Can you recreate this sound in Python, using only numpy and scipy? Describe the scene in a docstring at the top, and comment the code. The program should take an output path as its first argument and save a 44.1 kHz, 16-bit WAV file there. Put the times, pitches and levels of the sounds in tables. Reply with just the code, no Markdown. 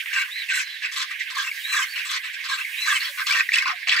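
"""Seabird colony, close by.

Harsh squawks come about every 0.4 s: irregular flaps of the syrinx ring the throat's resonances.
Some break into a falling squeal. Thin arched whistles, short yips, dry snaps and faint grunts join in,
all with short reflections from a cliff. Behind: the far colony's restless wash, a hiss of wind or surf."""
import sys
import numpy as np
from scipy import signal
from scipy.fft import rfft, irfft
from scipy.io import wavfile
from scipy.ndimage import uniform_filter1d, map_coordinates

SR = 44100
rng = np.random.default_rng(int(sys.argv[2]) if len(sys.argv) > 2 else 0)


def int16_out(signal):
    """Quantize to a 16-bit WAV file."""
    q = np.round(np.clip(np.atleast_2d(signal).T, -1, 1) * 32767)
    wavfile.write(sys.argv[1], SR, q.astype(np.int16))


N = 176400

# Far colony EQ: freq_hz, gain_db
WASH_EQ = [(700, -49), (950, -42.5), (1050, -18), (1300, -28), (1600, 1.5), (2100, 5), (2700, -0.5),
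           (3500, -5.5), (5000, -14.5), (7000, -26), (15000, -60)]
# Hiss EQ: freq_hz, gain_db
HISS_EQ = [(800, -29), (5000, 1.5), (11000, 3.5), (15500, 2.5)]
# Hiss envelope: time_s, level_db
HISS_ENVELOPE = [(0, -44.5), (.8, -54.5), (1.25, -51.5), (1.62, -42), (2.05, -46.5), (2.35, -53),
                 (2.749, -42), (3.25, -41), (3.72, -53)]
# Dry snaps: start_s, centre_hz, gain_db
SNAPS = [(.059, 2200, -25), (.501, 2450, -20), (3.872, 2120, -20), (3.893, 3100, -15.5), (3.922, 2380, -17)]
# Rasps of the squawks, one gain per throat band: start_s, length_s, low_db, mid_db, upper_db, hiss_db
RASPS = [(0.129, 0.1, -40.5, -23, -34.5, -37.5), (0.242, 0.052, -53, -37, -51, -63),
         (0.488, 0.045, -82, -23.5, -33.5, -37), (0.533, 0.094, -48.5, -26, -34, -31),
         (0.822, 0.052, -50, -25.5, -36.5, -46), (0.916, 0.037, -51, -35, -36, -38),
         (0.959, 0.084, -38, -30.5, -28.5, -34.5), (1.104, 0.027, -44.5, -29.5, -44, -44.5),
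         (1.194, 0.037, -89, -34, -41.5, -45), (1.303, 0.024, -42, -37, -35, -41),
         (1.351, 0.084, -36, -33.5, -30.5, -37), (1.437, 0.049, -43.5, -30.5, -39.5, -40.5),
         (1.67, 0.094, -53, -30.5, -51, -41.5), (1.72, 0.12, -35.5, -25.5, -35.5, -31),
         (1.957, 0.048, -49, -26, -36.5, -46), (2.051, 0.033, -44.5, -33, -35, -36),
         (2.091, 0.084, -38, -30, -28.5, -34.5), (2.235, 0.051, -52.5, -32, -46, -46.5),
         (2.331, 0.026, -84, -30.5, -38, -44), (2.437, 0.036, -42, -34.5, -33.5, -43.5),
         (2.485, 0.082, -36, -31.5, -30, -37.5), (2.574, 0.044, -42, -29.5, -39.5, -44.5),
         (2.802, 0.056, -52, -29.5, -42, -38.5), (2.858, 0.12, -37.5, -24, -34, -31.5),
         (3, 0.091, -46, -31, -31, -49), (3.177, 0.046, -34.5, -24.5, -33.5, -53),
         (3.264, 0.079, -35, -24.5, -25.5, -34), (3.333, 0.081, -33, -20.5, -29.5, -35),
         (3.529, 0.063, -43.5, -20, -25, -31), (3.6, 0.046, -41.5, -22.5, -35, -44),
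         (3.656, 0.063, -28.5, -25.5, -32, -44.5), (3.871, 0.079, -40.5, -24, -25.5, -37),
         (3.932, 0.077, -40, -22, -28, -40)]
# Throat resonances, one list per band (low, mid, upper, hiss): centre_hz, width_hz, gain_db
THROAT_BANDS = [
    [(1056, 174, -6), (1231, 290, -2)],
    [(1596, 184, 2), (2160, 667, -2.5), (2350, 130, 1.5), (2605, 260, -1)],
    [(2950, 200, -9), (3280, 960, -2.5), (4180, 660, -5.5), (4670, 320, -4), (5424, 710, -8)],
    [(6020, 1570, 2), (7610, 670, 2), (8340, 490, 0), (10100, 7400, -10)],
]
# Squeals and yips: start_s, length_s, first_hz, last_hz, level_db
SQUEALS = [(.153, 0.047, 1620, 1524, -21), (.208, 0.032, 1665, 1484, -24), (.514, 0.026, 1520, 1530, -27.5),
           (.568, 0.038, 1534, 1557, -26), (1.362, .018, 1093, 1120, -30.5),
           (1.378, 0.036, 1630, 1603, -24), (1.468, 0.031, 2630, 2675, -29),
           (1.512, .012, 2430, 2030, -25.5), (1.739, 0.017, 1280, 1220, -27.5),
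           (1.74, 0.019, 1614, 1620, -21.5), (1.758, 0.051, 1802, 1531, -22),
           (1.762, 0.038, 3570, 3250, -31.5), (1.783, .02, 1249, 1098, -26.5),
           (1.817, 0.026, 3140, 3010, -26.5), (1.828, 0.022, 2194, 2094, -24.5),
           (3.303, 0.026, 2275, 2354, -18), (3.402, .0087, 1775, 1850, -16.5),
           (3.406, 0.0063, 2560, 2430, -16.5), (3.489, 0.0053, 2070, 1790, -15.5),
           (3.519, 0.0039, 2310, 2240, -15.5), (3.535, 0.014, 2723, 2674, -18.5),
           (3.581, 0.0093, 2620, 2540, -16.5), (3.665, 0.018, 1516, 1430, -24.5),
           (3.912, .011, 1960, 1950, -21.5), (3.987, .016, 2248, 2407, -19)]
# Arched whistles: start_s, length_s, top_hz, droop_hz, level_db
WHISTLES = [(.298, .16, 4080, 850, -38.5), (.53, .05, 4100, 120, -36), (.622, .062, 4120, 200, -42),
            (.672, .09, 4090, 480, -42), (1.62, .18, 4040, 520, -35), (1.876, .072, 4600, 760, -40)]
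# Grunts: start_s, length_s, pitch_hz, level_db
GRUNTS = [(1.949, .043, 567, -62), (3.085, .043, 570, -59), (3.318, .045, 687, -49),
          (3.315, .065, 330, -61), (3.664, .04, 323, -54), (3.685, .035, 850, -40), (3.71, .07, 730, -50),
          (3.854, .065, 713, -51)]
# Phase lead of the left microphone: freq_hz, lead_rad
LEFT_LEAD = [(100, 0.39), (700, 0.29), (2700, 0.44), (5000, 0.82), (6800, .05), (15000, 0.024)]


def undb(db):
    return 10 ** (np.asarray(db) / 20)


def unit_rms(x):
    return x / np.sqrt(np.mean(x ** 2))


def hold_rms(x, window_s=.04):
    """Even out the loudness, keep the fast grain."""
    return x / np.sqrt(uniform_filter1d(x ** 2, int(window_s * SR)) + 1e-18)


def wander(rate_hz):
    """Smooth random curve, spread near 1."""
    hold = max(int(SR / rate_hz), 2)
    steps = np.repeat(rng.standard_normal(N // 40)[:N // hold + 1], hold)
    return 1.9 * uniform_filter1d(uniform_filter1d(steps, hold), hold)[:N]


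def resonate(x, centre_hz, width_hz):
    """The same band-pass twice; width_hz is per pass."""
    b, a = signal.iirpeak(min(centre_hz, .45 * SR), centre_hz / width_hz, fs=SR)
    return signal.lfilter(b, a, signal.lfilter(b, a, x))


def per_bin(points):
    """Interpolate (freq_hz, value) onto FFT bins, in log frequency."""
    hz, value = np.array(points).T
    return np.interp(np.log(np.arange(N // 2 + 1) * SR / N + 1), np.log(hz), value)


def add(out, start_s, sound):
    i = max(int(start_s * SR), 0)
    out[i:i + len(sound)] += sound[:max(N - i, 0)]


def segment(x, start_s, length_s):
    return np.roll(x, -int(start_s * SR))[:int(length_s * SR)]


def tone(pitch_hz, taper, harmonics_db=(0,)):
    """Harmonics on a pitch curve, faded in and out."""
    phase = 2 * np.pi * np.cumsum(pitch_hz) / SR
    wave = sum(undb(db) * np.sin(k * phase) for k, db in enumerate(harmonics_db, 1))
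    return np.sqrt(2) * signal.windows.tukey(len(pitch_hz), taper) * wave


def with_repeat(rows, from_s=1, to_s=2, delay_s=1.133):
    """All rows, plus a delayed copy of one phrase."""
    phrase = [(start_s + delay_s, *rest) for start_s, *rest in rows if from_s < start_s < to_s]
    return list(rows) + phrase


def pan(right_db):
    return undb(np.array([[-.5], [.5]]) * right_db)


def mic_pair(x):
    """Mono to two microphones; the left leads in phase."""
    turn = np.exp(.5j * per_bin(LEFT_LEAD))
    return irfft(rfft(x) * np.array([turn, 1 / turn]), N)


def colony_wash(level_db=-34, swell_db=1.1, flicker_db=2.8, common_share=.59):
    """Far colony, mostly right: noise bands flicker alone and swell together."""
    bands = 0
    for hz in np.geomspace(900, 14000, 14):
        bands += resonate(rng.standard_normal((3, N)), hz, hz / 3) * undb(flicker_db * wander(45))
    shaped = irfft(rfft(bands) * undb(per_bin(WASH_EQ)), N)
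    common, per_ear = mic_pair(shaped[0]), shaped[1:]
    wash = unit_rms(np.sqrt(common_share) * common + np.sqrt(1 - common_share) * per_ear)
    return wash * undb(level_db + swell_db * wander(26.59)) * pan(right_db=6)


def hiss(width=.23):
    """Wind or surf: smooth high noise, swelling slowly."""
    mid, side = irfft(rfft(rng.standard_normal((2, N))) * undb(per_bin(HISS_EQ)), N)
    air = unit_rms(mid + width * side * np.array([[1], [-1]]))
    level_db = np.interp(np.arange(N) / SR, *np.array(HISS_ENVELOPE).T)
    return air * undb(level_db) * pan(right_db=2)


def snaps(decay_s=.0025, width_hz=890):
    """Dry cracks: noise bursts through one resonance."""
    out, t = np.zeros(N), np.arange(SR // 50) / SR
    for start_s, centre_hz, gain_db in SNAPS:
        burst = rng.standard_normal(len(t)) * np.exp(-t / decay_s)
        crack = resonate(burst, centre_hz, width_hz)
        add(out, start_s, 2 * undb(gain_db) * crack / np.abs(crack).max())
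    return out


def syrinx_rattle(rate_hz=261.4, jitter=.35, scatter_db=.5, puff_s=.0022, click_db=-18.5, flutter_db=.9):
    """Irregular flaps, each a click and a puff of air."""
    gap, strength = rng.standard_normal((N // 60, 2)).T
    at = (np.cumsum(np.exp(jitter * gap)) * SR / rate_hz).astype(int)
    clicks = np.zeros(N)
    clicks[at[at < N]] = undb(scatter_db * strength[at < N])
    puffs = signal.lfilter([1], [1, -np.exp(-1 / (puff_s * SR))], clicks) * rng.standard_normal(N)
    return (unit_rms(puffs) + undb(click_db) * unit_rms(clicks)) * undb(flutter_db * wander(70.4))


def squawk_source(rush_db=-2.5, cackle_from_s=3.1, beat_hz=90, beat_jitter=.35, beat_fade_db=13):
    """The rattle, first evened out by a rush of air, then broken into a cackle of fading beats."""
    rattle = syrinx_rattle()
    beat_phase = np.cumsum(beat_hz * np.exp(beat_jitter * wander(70.4))) / SR % 1
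    cackle = unit_rms(rattle * undb(-beat_fade_db * beat_phase))
    breathy = rattle + undb(rush_db) * rng.standard_normal(N)
    return np.where(np.arange(N) / SR < cackle_from_s, breathy, cackle)


def squawks(attack_s=.01, release_s=.024, sag=.05, flicker_db=2.6, mid_squeak_share=.35):
    """The syrinx rings the throat; the resonances sink through each rasp."""
    t, source = np.arange(N) / SR, squawk_source()
    band_power, bend = np.zeros((len(THROAT_BANDS), N)), np.zeros(N)
    for start_s, length_s, *gains_db in RASPS:
        ramps = np.minimum((t - start_s) / attack_s, (start_s + length_s - t) / release_s)
        gate = np.clip(ramps + .5, 0, 1)
        on = gate > 0
        band_power[:, on] += np.outer(undb(gains_db), gate[on]) ** 2
        bend[on] += sag * (t[on].mean() - t[on]) / length_s
    out = 0
    for power, band, squeak_share in zip(band_power, THROAT_BANDS, (0, mid_squeak_share, 0, 0)):
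        ring = 0
        for k, (centre_hz, width_hz, gain_db) in enumerate(band):
            gain = (-1) ** k * undb(gain_db + flicker_db * wander(70.4))
            ring += gain * resonate(source, centre_hz, width_hz)
        if squeak_share:
            ring = np.sqrt(1 - squeak_share) * unit_rms(ring) + np.sqrt(squeak_share) * squeaks()
        sinking = map_coordinates(ring, [np.cumsum(1 + bend)], mode="mirror")
        out += np.sqrt(power) * hold_rms(sinking)
    return out


def squeaks(count=900, median_hz=2155.6, spread=.1688, median_s=.00893, scatter_db=4):
    """Tiny random gliding tones within the rasps."""
    out, starts_s = np.zeros(N), rng.random(count) * N / SR
    for start_s, (pitch, glide, length, strength) in zip(starts_s, rng.standard_normal((count, 4))):
        samples = int(SR * median_s * np.exp(length / 2)) + 2
        pitch_hz = median_hz * np.exp(spread * (pitch + glide * np.linspace(0, .5, samples)))
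        add(out, start_s, undb(scatter_db * strength) * tone(pitch_hz, taper=.61))
    return unit_rms(out)


def squeals(wobble=.009, rough_db=1.4):
    """The voice catches on a short, unsteady glide."""
    out, detune = np.zeros(N), 1 + wobble * wander(400)
    for start_s, length_s, first_hz, last_hz, level_db in with_repeat(SQUEALS):
        pitch_hz = np.linspace(first_hz, last_hz, int(length_s * SR)) * segment(detune, start_s, length_s)
        add(out, start_s, undb(level_db) * tone(pitch_hz, taper=.7, harmonics_db=(0, -20, -27)))
    return out * undb(rough_db * wander(460))


def whistles(arch_power=2.3, wobble=.004, jitter=.009, rough_db=2.2):
    """Thin, slightly hoarse peeps that rise, hold and fall."""
    out, detune = np.zeros(N), 1 + wobble * wander(90) + jitter * wander(1100)
    for start_s, length_s, top_hz, droop_hz, level_db in with_repeat(WHISTLES):
        arch_hz = top_hz - droop_hz * np.abs(np.linspace(-1, 1, int(length_s * SR))) ** arch_power
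        pitch_hz = arch_hz * segment(detune, start_s, length_s)
        add(out, start_s, undb(level_db) * tone(pitch_hz, taper=.3, harmonics_db=(0, -20, -21)))
    return out * undb(rough_db * wander(140))


def grunts(wobble=.018, rough_db=2.5):
    """Faint, rough low tones under the calls."""
    out, detune = np.zeros(N), 1 + wobble * wander(200)
    for start_s, length_s, pitch_hz, level_db in GRUNTS:
        add(out, start_s, undb(level_db) * tone(pitch_hz * segment(detune, start_s, length_s), taper=1))
    return out * undb(rough_db * wander(200))


def cliff_echo(x, t60_s=.09, cutoff_hz=6500, gain_db=2):
    """Short, dull reflections, different at each ear."""
    t = np.arange(SR // 2) / SR
    tail = rng.standard_normal((2, len(t))) * np.exp(-np.log(1000) * t / t60_s)
    tail /= np.sqrt(np.sum(tail ** 2, axis=1, keepdims=True))
    tail = signal.sosfilt(signal.butter(2, cutoff_hz, fs=SR, output="sos"), tail)
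    return undb(gain_db) * signal.fftconvolve(x[None], tail, axes=1)[:, :N]


def scene(squawk_db=-3.5, low_cut_hz=902, tonal_send_db=-6):
    """Near birds, their reflections and the background."""
    low_cut = signal.butter(10, low_cut_hz, "highpass", fs=SR, output="sos")
    harsh = signal.sosfilt(low_cut, undb(squawk_db) * squawks() + snaps())
    tonal = squeals() + whistles() + grunts()
    echo = cliff_echo(harsh + undb(tonal_send_db) * tonal)
    return mic_pair(harsh + tonal) + echo + colony_wash() + hiss()


def record(dry):
    """The recorder's steep low-pass."""
    cutoff_hz = 15600
    return signal.sosfilt(signal.ellip(10, .2, 80, cutoff_hz, fs=SR, output="sos"), dry)


dry = scene()
out = record(dry)
int16_out(out)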